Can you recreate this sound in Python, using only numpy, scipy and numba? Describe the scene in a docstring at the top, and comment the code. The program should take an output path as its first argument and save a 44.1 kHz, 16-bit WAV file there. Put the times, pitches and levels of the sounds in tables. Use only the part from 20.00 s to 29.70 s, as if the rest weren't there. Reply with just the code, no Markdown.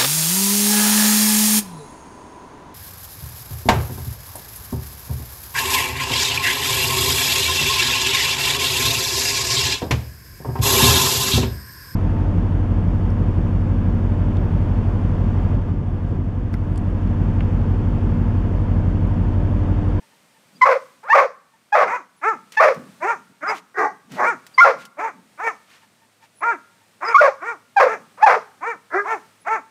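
"""A clean yelp breaks into a roar: dogs are baying at an animal cornered against a sheet-metal fence,
some ten metres from the microphone across a grassy pen. A hound answers in arched woofs, with a few
gruff, low barks between. Each voice is vocal folds and breath, shaped by throat and mouth. The fence
slaps the barks back and far trees return a faint tail. Paws scuffle, twigs snap and thin whistles
come and go; behind it all lie faint yaps from further off, soft air and, later, a distant hum."""
import sys
import numpy as np
from scipy import signal
from scipy.fft import rfft, irfft
from scipy.io import wavfile
from scipy.ndimage import uniform_filter1d, minimum_filter1d
from numba import njit

SR = 44100
rng = np.random.default_rng(int(sys.argv[2]) if len(sys.argv) > 2 else 0)


def store_wav(level_fs):
    """Save 16-bit WAV to argv[1]."""
    pcm = np.round(np.clip(np.atleast_2d(level_fs), -1, 1) * 32767)
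    wavfile.write(sys.argv[1], SR, pcm.T.astype(np.int16))


N = 427769

# the yelping dog's throat, heard across the pen: (frequency [Hz], gain [dB])
YELPER_THROAT = [(120, -43.5), (290, -27), (390, -8), (500, 2), (850, -5.5), (1200, 2.5), (1700, -4.5),
                 (2100, -5), (2520, -11.5), (3000, -25), (3400, -23.5), (3800, -26.5), (5400, -26),
                 (6900, -33), (8000, -39.5), (15000, -45.5)]
# clean yelps that open a bark:
# (start [s], length [s], pitch [Hz], glide [octaves], lift of both ends [octaves], level [dB],
#  mouth resonance [Hz])
YELPS = [(.611, 0.029, 1006, -0.071, 0.1, -7, 1390), (1.097, .031, 891, .14, 0.0049, -12, 1670),
         (1.124, 0.018, 1115, 0.22, 0.0064, -8, 840), (1.721, 0.026, 825, 0.036, 0.023, -13, 876),
         (2.567, 0.024, 866, 0.051, 0.024, -13.5, 2200), (2.593, 0.016, 1119, .2, 0.014, -10, 750),
         (4.577, 0.028, 1021, -0.061, 0.14, -3, 1680), (4.603, 0.038, 1410, 0.067, -0.052, -3, 950),
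         (7.141, 0.023, 1087, -0.12, .16, 0.5, 1240), (7.176, 0.026, 1420, .06, -0.0096, -9, 940),
         (7.761, 0.027, 807, -0.19, 0.051, -9.5, 812), (8.223, 0.023, 855, 0.12, -0.0034, -6, 810),
         (8.258, .021, 832, -0.09, -0.042, -6, 800)]
# whines rising into a yelp: (start [s], length [s], first pitch [Hz], last pitch [Hz], last level [dB])
WHINES = [(1.028, .076, 397, 907, -16.5), (8.171, .056, 431, 814, -18)]


def yelps(attack_s=.007, release_db_per_s=1400.5, swell_db=3, whine_rise_db=22.5):
    """At the fence, tight folds sing an almost pure note, at times sliding up to it in a whine."""
    out = np.zeros(N)
    tight = dict(shut=0, throat=YELPER_THROAT, jitter=.12, rasp=.46, halves=.28,
                 mouth_db=11.5, mouth_width_hz=220, glance=.054, breathy_db=6.5)
    for start, length, hz, glide, lift, db, mouth_hz in YELPS:
        t, shape_db = envelope(length, attack_s, release_db_per_s)
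        u = np.minimum(2 * t / length - 1, 1.2)
        pitch = hz * 2 ** (glide * u / 2 + lift * u ** 2)
        loud_db = db + shape_db + swell_db * u / 2
        add(out, start, bark(pitch, loud_db, rough=.036, mouth_hz=mouth_hz, **tight))
    for start, length, first_hz, last_hz, db in WHINES:
        t, shape_db = envelope(length, attack_s, release_db_per_s)
        pitch = slide(t, length, first_hz, last_hz)
        loud_db = db + shape_db - whine_rise_db * (1 - np.minimum(t / length, 1) ** 3)
        add(out, start, bark(pitch, loud_db, rough=.42, mouth_hz=900, **tight))
    return out


# roars that the yelps break into:
# (start [s], length [s], pitch [Hz], level [dB], roughness [0-1], first mouth resonance [Hz],
#  last mouth resonance [Hz], brightness [dB/octave])
ROARS = [(.644, 0.084, 546, -12, 0.55, 1020, 580, 0.48),
         (1.137, 0.085, 578.2, -10.5, 0.56, 870, 690, -0.052),
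         (1.741, 0.094, 593.2, -11.5, 0.58, 810, 660, -0.3),
         (2.596, 0.092, 626.4, -9, 0.67, 755, 570, 0.26), (4.637, .062, 572.5, -12, .68, 892, 620, -.5),
         (7.202, .059, 575.5, -9, 0.38, 620, 760, 1.1), (7.788, 0.055, 543.6, -9, 0.6, 960, 580, 0),
         (8.258, 0.086, 517.7, -12, 0.67, 825, 780, 0.17)]
# last grunts as the jaw closes: (middle [s], pitch [Hz], level [dB])
GRUNTS = [(.765, 528, -16.5), (1.255, 533, -18), (2.716, 475, -18.5), (7.286, 568.6, -12.5),
          (7.871, 466, -11.5), (8.369, 454, -19.5)]


def roars(sag_octaves_per_s=2.6, drop_octaves_per_s=8, droop_db_per_s=41.5, grunt_half_s=.018):
    """The same voice breaks, drops about an octave and sinks as the jaw closes, often with a grunt."""
    out = np.zeros(N)
    broken = dict(jitter=.1, rasp=.5, halves=.29, mouth_db=14.5, mouth_width_hz=250,
                  glance=.1, breathy_db=5.5)
    for start, length, hz, db, rough, first_hz, last_hz, tilt_db in ROARS:
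        t, shape_db = envelope(length, attack_s=.012, release_db_per_s=379.5)
        past_middle, past_end = t - length / 2, np.maximum(t - length, 0)
        pitch = hz * 2 ** (-sag_octaves_per_s * past_middle - drop_octaves_per_s * past_end)
        throb_db = 1.54 * wander(len(t), 99)  # the strained voice throbs unevenly
        loud_db = db + shape_db + throb_db - droop_db_per_s * past_middle
        roughness = rough + .25 * np.exp(-t / .022)  # roughest just after the break
        mouth_hz = slide(t, length, first_hz, last_hz)
        shut = np.interp(t, [length, t[-1]], [0, .45])
        throat = facing(YELPER_THROAT, tilt_db)
        add(out, start, bark(pitch, loud_db, roughness, mouth_hz, shut, throat, **broken))
    u = np.linspace(-1, 1, int(2 * grunt_half_s * SR))
    for middle, hz, db in GRUNTS:
        grunt = bark(hz * 2 ** (-.28 * u), db - 26 * u ** 2, rough=.56, mouth_hz=650, shut=.64,
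                     throat=facing(YELPER_THROAT, tilt_db=-.6), **broken)
        add(out, middle - grunt_half_s, grunt)
    return out


# the hound's throat, heard across the pen: (frequency [Hz], gain [dB])
HOUND_THROAT = [(120, -30), (250, -7.5), (450, -8), (560, 3), (800, 2), (1350, 2.5), (1700, -1),
                (2350, -2.5), (2650, -13.5), (3000, -24), (4200, -32), (6500, -22), (9000, -36),
                (15000, -42.5)]
# the hound's answers:
# (start [s], length [s], top pitch [Hz], scoop time [s], level [dB], swell to the crest [dB],
#  roughness [0-1], first mouth resonance [Hz], last mouth resonance [Hz], brightness [dB/octave])
WOOFS = [(1.854, 0.11, 514.3, 0.054, -19, 2.3, 0.39, 800, 1210, 0),
         (2.214, 0.098, 453.8, 0.037, -15, 4.5, 0.15, 1350, 1264, 0.042),
         (3.003, 0.12, 481.3, 0.055, -17.5, 4.1, 0.26, 720, 1080, 0),
         (3.407, 0.12, 447.6, 0.053, -19.5, 7.2, 0.35, 1700, 906, 0),
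         (4.212, 0.094, 484, 0.039, -14, 8.3, 0.13, 1050, 1380, .5),
         (4.592, .112, 469.7, 0.044, -23, 5.7, 0.32, 700, 900, -1),
         (4.969, 0.11, 456.5, 0.037, -22, 2.8, 0.44, 742, 1050, 0),
         (5.375, .115, 461.2, .036, -18.5, 8.8, 0.21, 900, 880, 1),
         (6.407, 0.11, 471, .026, -15, 3, 0.2, 903, 1455, -1),
         (7.006, 0.13, 466.2, 0.041, -21.5, 0.9, 0.33, 950, 1300, 0),
         (7.402, 0.12, 474, .042, -23.5, 5.4, 0.21, 1300, 1150, 0),
         (7.853, 0.086, 454.4, .03, -20, 3.1, 0.38, 560, 520, 0),
         (8.608, 0.11, 472, 0.037, -21, 2.8, 0.14, 950, 1260, 0),
         (9.033, 0.11, 451.8, .032, -19.5, 6.9, 0.27, 920, 900, 0),
         (9.447, 0.11, 448.6, 0.033, -17.5, 6.4, 0.31, 850, 1160, 0)]


def woofs(crest_share=.77, fade_db=8.5, drop_octaves_per_s=17, knee_s=.0072, catch_s=.046):
    """The hound's pitch arches with its effort; the voice is loudest and clearest at the crest."""
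    out = np.zeros(N)
    hound = dict(jitter=.038, rasp=.59, halves=.25, mouth_db=5, mouth_width_hz=370,
                 glance=.49, breathy_db=7.5)
    for start, length, hz, scoop_s, db, swell_db, rough, first_hz, last_hz, tilt_db in WOOFS:
        t, shape_db = envelope(length, attack_s=.026, release_db_per_s=397.5)
        # the pitch scoops up, then drops as the breath ends
        scoop = .7 * np.exp(-(t / scoop_s) ** 2)
        drop = drop_octaves_per_s * knee_s * np.logaddexp(0, (t - length) / knee_s)
        pitch = hz * 2 ** -(scoop + np.minimum(drop, 1.25))
        past_crest = t / (crest_share * length) - 1
        slack = np.minimum(np.abs(past_crest), 1)
        arch_db = -np.where(past_crest < 0, swell_db, fade_db) * slack
        # an opening huff, then a brief dip
        catch_db = 3.5 * (np.exp(-t / catch_s) - np.exp(-((t - catch_s) / .031) ** 2))
        throb_db = 1.5 * wander(len(t), 58.7)
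        loud_db = db + shape_db + arch_db + catch_db + throb_db
        roughness = rough + .067 * slack ** 2
        mouth_hz = slide(t, length, first_hz, last_hz)
        shut = np.interp(t, [length, t[-1]], [.3, 1.4])  # the muzzle is never wide open
        throat = facing(HOUND_THROAT, tilt_db)
        add(out, start, bark(pitch, loud_db, roughness, mouth_hz, shut, throat, **hound))
    return out


# the throat of the gruff voice: (frequency [Hz], gain [dB])
GRUFF_THROAT = [(120, -36.5), (270, -11), (400, 9), (800, 3.5), (1300, 1.5), (1900, 1.5), (2400, -16),
                (3000, -36.5), (6000, -25), (9000, -42), (15000, -45.5)]
# low barks between the woofs:
# (start [s], length [s], first pitch [Hz], last pitch [Hz], settling time [s], level [dB],
#  roughness [0-1], first mouth resonance [Hz], last mouth resonance [Hz])
GRUFF_BARKS = [(3.742, 0.12, 410.1, 279, .075, -17, .66, 1900, 834),
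               (4.156, 0.096, 300, 269.7, 0.062, -17, .65, 704, 1130),
               (8.902, 0.098, 261, 411.6, .045, -17.5, .24, 1510, 1204)]


def gruff_barks():
    """Low, hoarse barks start ragged and settle onto their pitch, with a strong echo off the fence."""
    out = np.zeros(N)
    gruff = dict(throat=GRUFF_THROAT, jitter=.09, rasp=.29, halves=.77,
                 mouth_db=8.5, mouth_width_hz=270, glance=.98, breathy_db=9)
    for start, length, first_hz, last_hz, settle_s, db, rough, *mouth_ends_hz in GRUFF_BARKS:
        t, shape_db = envelope(length, attack_s=.045, release_db_per_s=380)
        unsettled = np.exp(-(t / settle_s) ** 2)
        pitch = last_hz + (first_hz - last_hz) * unsettled
        mouth_hz = slide(t, length, *mouth_ends_hz)
        shut = np.interp(t, [length, t[-1]], [0, .9])
        add(out, start, bark(pitch, db + shape_db, rough + .3 * unsettled, mouth_hz, shut, **gruff))
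    return out


def bark(hz, db, rough, mouth_hz, shut, throat,
         jitter, rasp, halves, mouth_db, mouth_width_hz, glance, breathy_db):
    """Vocal folds, steady or chaotic as roughness grows, drive the throat and the mouth."""
    n = len(hz)
    rough = np.clip(rough, 0, .95)
    phase = phase_of(hz * (1 + jitter * (rough + .077) * wander(n, 420)))
    k = np.arange(1, int(9000 / np.median(hz)))[:, None]
    # overtones shimmer on their own and give way to air noise in the treble
    shimmer_db = 3.1 * np.array([wander(n, 40) for _ in k])
    overtones = undb(shimmer_db - np.interp(k * hz, [2300, 3000], [0, breathy_db]))
    overtones[1:] *= undb(np.interp(hz, [1080, 1350], [0, -12]))  # the highest yelps are nearly pure
    offsets = rng.uniform(0, 2 * np.pi, k.shape)  # reflections off the fence put overtones out of step
    folds = (overtones * np.cos(k * phase + offsets)).sum(axis=0) * np.sqrt(4 * hz / SR)
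    # strained folds alternate strong and weak beats, adding lines between the overtones
    folds *= 1 + rough * (halves * np.cos(phase / 2) + .5 * wander(n, 300))
    # turbulent air leaves in one puff a cycle; the hiss stays even while the tone is clean
    puffs = rng.standard_normal(n) * (1 + .9 * np.cos(phase)) * undb(1.7 * wander(n, 110))
    puffs = colour(puffs, [(350, -1.5), (1000, .5), (2300, 6.5), (3200, 4), (6000, 2.5)])
    hiss = colour(rng.standard_normal(n), [(1800, -44), (3200, -11)])
    voice = colour((1 - rough) * folds + rasp * rough * puffs + hiss, throat)
    voice += undb(mouth_db) * resonance(voice, mouth_hz * np.ones(n), float(mouth_width_hz))
    # a shut muzzle leaves mostly the fundamental
    voice += undb(17.5) * shut ** 2 * resonance(voice, hz, 110.0)
    # a glancing echo off the fence, at a new distance for every bark
    lag = int(SR * rng.uniform(.002, .009))
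    voice += glance * np.pad(voice, (lag, 0))[:n]
    voice /= np.sqrt(uniform_filter1d(voice ** 2, size=500) + 1e-12)  # so that db sets the level
    edges = np.interp(np.arange(n), [0, 60, n - 200, n], [0, 1, 1, 0])
    return voice * undb(db) * edges


def facing(throat, tilt_db):
    """A dog is brighter when it faces the microphone: tilt its throat colour by dB an octave."""
    return [(hz, db + tilt_db * np.log2(hz / 1000)) for hz, db in throat]


def pen(voices, fence_t60_s=.29, trees_t60_s=.62):
    """The direct sound, quick scattered slaps off the metal fence and a faint tail from far trees."""
    t = np.arange(int(1.5 * SR)) / SR
    slaps = rng.standard_normal(len(t)) * (rng.random(len(t)) < .05)
    fence = slaps * undb(-60 * t / fence_t60_s) * np.clip((t - .008) / .0055, 0, 1)
    fence = colour(fence / np.linalg.norm(fence),
                   [(200, 8.5), (600, -6), (1300, -4), (2500, -4.5), (6000, 10), (14000, -3.5)])
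    trees = rng.standard_normal(len(t)) * undb(-60 * t / trees_t60_s) * np.clip(t / .015, 0, 1)
    trees = colour(trees / np.linalg.norm(trees), [(200, -10), (550, -6.5), (1000, 4), (1500, 6.5),
                                                   (2500, -3.5), (6000, -5), (14000, -15)])
    return voices + signal.fftconvolve(voices, undb(-14.5) * fence + undb(-30) * trees)[:N]


# dull bumps in the corner of the pen: (time [s], decay time [s], level [dB])
BUMPS = [(.555, 0.094, -52.5), (1.84, 0.055, -43.5), (2.35, .07, -50), (2.77, 0.1, -39.5),
         (3.16, 0.15, -55), (3.44, 0.11, -49), (3.78, 0.18, -51.5), (4.125, 0.081, -35.5), (4.35, .04, -54),
         (4.74, .1, -47.5), (5.14, 0.066, -49.5), (7.9, 0.13, -51.5), (8.36, 0.051, -53.5),
         (8.76, 0.022, -50)]


def bumps(rise_s=.018, shuffle_db=-73):
    """Bodies bump dully in the corner; restless paws go on in between."""
    t = np.arange(N) / SR
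    thud = colour(rng.standard_normal(N), [(60, -40), (130, -13.5), (190, -3), (245, -4.5),
                                           (340, -16.5), (1200, -36), (4000, -56.5)])
    force = undb(shuffle_db) + sum(undb(db) * np.exp(-np.maximum((at - t) / rise_s, (t - at) / decay))
                                   for at, decay, db in BUMPS)
    return unit(thud) * force * undb(3 * wander(N, 35))


# leaves and grass underfoot: (middle [s], length [s], level [dB])
RUSTLES = [(0.029, 0.068, -64), (0.36, .07, -77), (2.546, 0.065, -44.5), (3.568, 0.097, -41),
           (4.154, 0.15, -43), (4.814, 0.11, -45), (5.737, 0.19, -51), (5.83, 0.1, -58),
           (6.242, 0.084, -54.5)]


def rustles():
    """Brushed leaves and grass give short swells of grainy noise."""
    out = np.zeros(N)
    for middle, length, db in RUSTLES:
        n = int(length * SR)
        grains = rng.standard_normal(n) * undb(1.9 * rng.exponential(size=n))
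        leaves = colour(grains, [(300, -14), (1300, -1.5), (2300, -1), (3200, -5.5),
                                 (7000, -13.5), (15000, -25.5)])
        add(out, middle - length / 2, unit(leaves) * np.hanning(n) * undb(db))
    return out


# twigs breaking in the scuffle: (time [s], peak level [dB])
SNAPS = [(1.036, -49.5), (2.521, -31), (2.744, -37), (3.561, -42), (4.119, -34.5), (4.466, -33.5),
         (4.852, -31)]


def twig_snaps():
    """Each twig gives way in one bright crack that dies within hundredths of a second."""
    out = np.zeros(N)
    t = np.arange(2000) / SR
    decay = np.exp(-t / .0072) + .16 * np.exp(-t / .012)
    for start, db in SNAPS:
        burst = rng.standard_normal(len(t)) * decay
        crack = colour(burst, [(300, -6), (2000, 4.5), (6000, 3.5), (15000, -8)])
        add(out, start, crack / np.abs(crack).max() * undb(db))
    return out


# thin whistles high above the barking: (middle [s], length [s], pitch [Hz], level [dB])
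WHISTLES = [(0.566, 0.04, 4760, -49), (2.183, 0.066, 10200, -64), (3.497, 0.061, 4930, -33),
            (4.556, 0.053, 4680, -44.5), (6.384, 0.12, 10280, -55.5), (7.084, 0.1, 4990, -33),
            (9.42, 0.061, 10450, -59.5)]


def whistles(bend_hz=420, waver_hz=70):
    """Short, unsteady whistles that dip in pitch and rise again."""
    out = np.zeros(N)
    for middle, length, hz, db in WHISTLES:
        u = np.linspace(-1, 1, int(length * SR))
        phase = phase_of(hz + bend_hz * u ** 2 + waver_hz * wander(len(u), 600))
        gain = (1 - u ** 2) ** 3 * undb(db + 6.1 * wander(len(u), 250))
        add(out, middle - length / 2, np.sin(phase) * gain)
    return out


# a dog further from the microphone: (time [s], level [dB])
FAR_YAPS = [(.005, -59), (0.1, -57), (.33, -56.5), (1.51, -57), (5.8, -56), (6.0, -57), (6.201, -51),
            (6.79, -59)]


def far_yaps(hz=900, waver=.02, length_s=.07):
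    """Distance leaves only two blurred partials of each yap."""
    out, n = np.zeros(N), int(length_s * SR)
    for start, db in FAR_YAPS:
        phase = phase_of(hz * (1 + waver * wander(n, 500)))
        partials = np.sin(phase) + .5 * np.sin(2 * phase)
        add(out, start, partials * (1 + .5 * wander(n, 200)) * np.hanning(n) * undb(db))
    return out


# still outdoor air around the microphone: (frequency [Hz], gain [dB])
AIR = [(30, -32), (62, -14), (105, -3.5), (200, 1), (330, -5), (600, -4), (900, -5.5), (1400, -6.5),
       (2200, -7), (3200, -10), (7000, -15), (8700, -12.5), (10200, -18), (15500, -23)]


def air_and_hum(air_db=-58, hum_hz=106, hum_db=-70, hum_start_s=5.2):
    """Soft, slightly restless air; a distant hum comes in during the second half."""
    t = np.arange(N) / SR
    air = unit(colour(rng.standard_normal(N), AIR)) * undb(air_db + 2.6 * wander(N, 2.4))
    hum = np.sin(phase_of(hum_hz * (1 + .0044 * wander(N, 4.4))))
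    return air + hum * undb(hum_db) * np.clip(t - hum_start_s, 0, 1)


def envelope(length, attack_s, release_db_per_s):
    """Times and dB of one call: it rises, holds until its length is up, then dies away."""
    t = np.arange(0, length + 42 / release_db_per_s, 1 / SR)
    return t, -28 * np.maximum(1 - t / attack_s, 0) - release_db_per_s * np.maximum(t - length, 0)


def slide(t, length, first_hz, last_hz):
    """An even glide that stays at its last frequency."""
    return first_hz * (last_hz / first_hz) ** np.minimum(t / length, 1)


def phase_of(hz):
    """Running phase of a moving pitch, in radians."""
    return 2 * np.pi * np.cumsum(hz) / SR


def wander(n, hz):
    """Random drift with hz turns a second and a spread near 1."""
    return np.interp(np.arange(n) * hz / SR, np.arange(4096), rng.standard_normal(4096))


def colour(x, points, size=2048):
    """Minimum-phase filter through (frequency [Hz], gain [dB]) points."""
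    hz, db = np.transpose(points)
    bins_hz = np.maximum(np.arange(size // 2 + 1) * SR / size, 1)
    gain = undb(np.interp(np.log(bins_hz), np.log(hz), db))
    cepstrum = irfft(np.log(gain))
    cepstrum[1:size // 2] *= 2
    cepstrum[size // 2 + 1:] = 0
    return signal.fftconvolve(x, irfft(np.exp(rfft(cepstrum))))[:len(x)]


@njit
def resonance(x, hz, width_hz):
    """Band-pass with a moving centre, gain 1 there."""
    y, band_state, low_state = np.empty(len(x)), 0., 0.
    for i in range(len(x)):
        g, damping = np.tan(np.pi * hz[i] / SR), width_hz / hz[i]
        band = (band_state + g * (x[i] - low_state)) / (1 + g * (g + damping))
        band_state, low_state = 2 * band - band_state, low_state + 2 * g * band
        y[i] = damping * band
    return y


def undb(db):
    """Decibels to gain."""
    return 10 ** (np.asarray(db) / 20)


def unit(x):
    """Scale to rms 1."""
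    return x / np.sqrt(np.mean(x ** 2))


def add(out, start, x):
    """Mix x into out from a start time in s."""
    i = max(int(start * SR), 0)
    out[i:i + len(x)] += x[:len(out) - i]


def scene():
    """Three voices and their scuffle, heard in mono from ten metres across the pen."""
    voices = yelps() + roars() + woofs() + gruff_barks() + far_yaps()
    return (pen(voices) + whistles() + bumps() + rustles() + twig_snaps() + air_and_hum())[None]


def record(dry, low_cut_hz=70, ceiling=.92, top_hz=15400):
    """The microphone sheds the deep bass, a quick limiter holds the loudest peaks; the top is cut."""
    thinned = signal.sosfilt(signal.butter(2, low_cut_hz, "high", fs=SR, output="sos"), dry)
    needed = ceiling / np.maximum(np.abs(thinned), ceiling)
    gain = uniform_filter1d(minimum_filter1d(needed, size=129), size=129)
    return signal.sosfilt(signal.ellip(8, .2, 70, top_hz, fs=SR, output="sos"), thinned * gain)


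dry = scene()
out = record(dry)
store_wav(out)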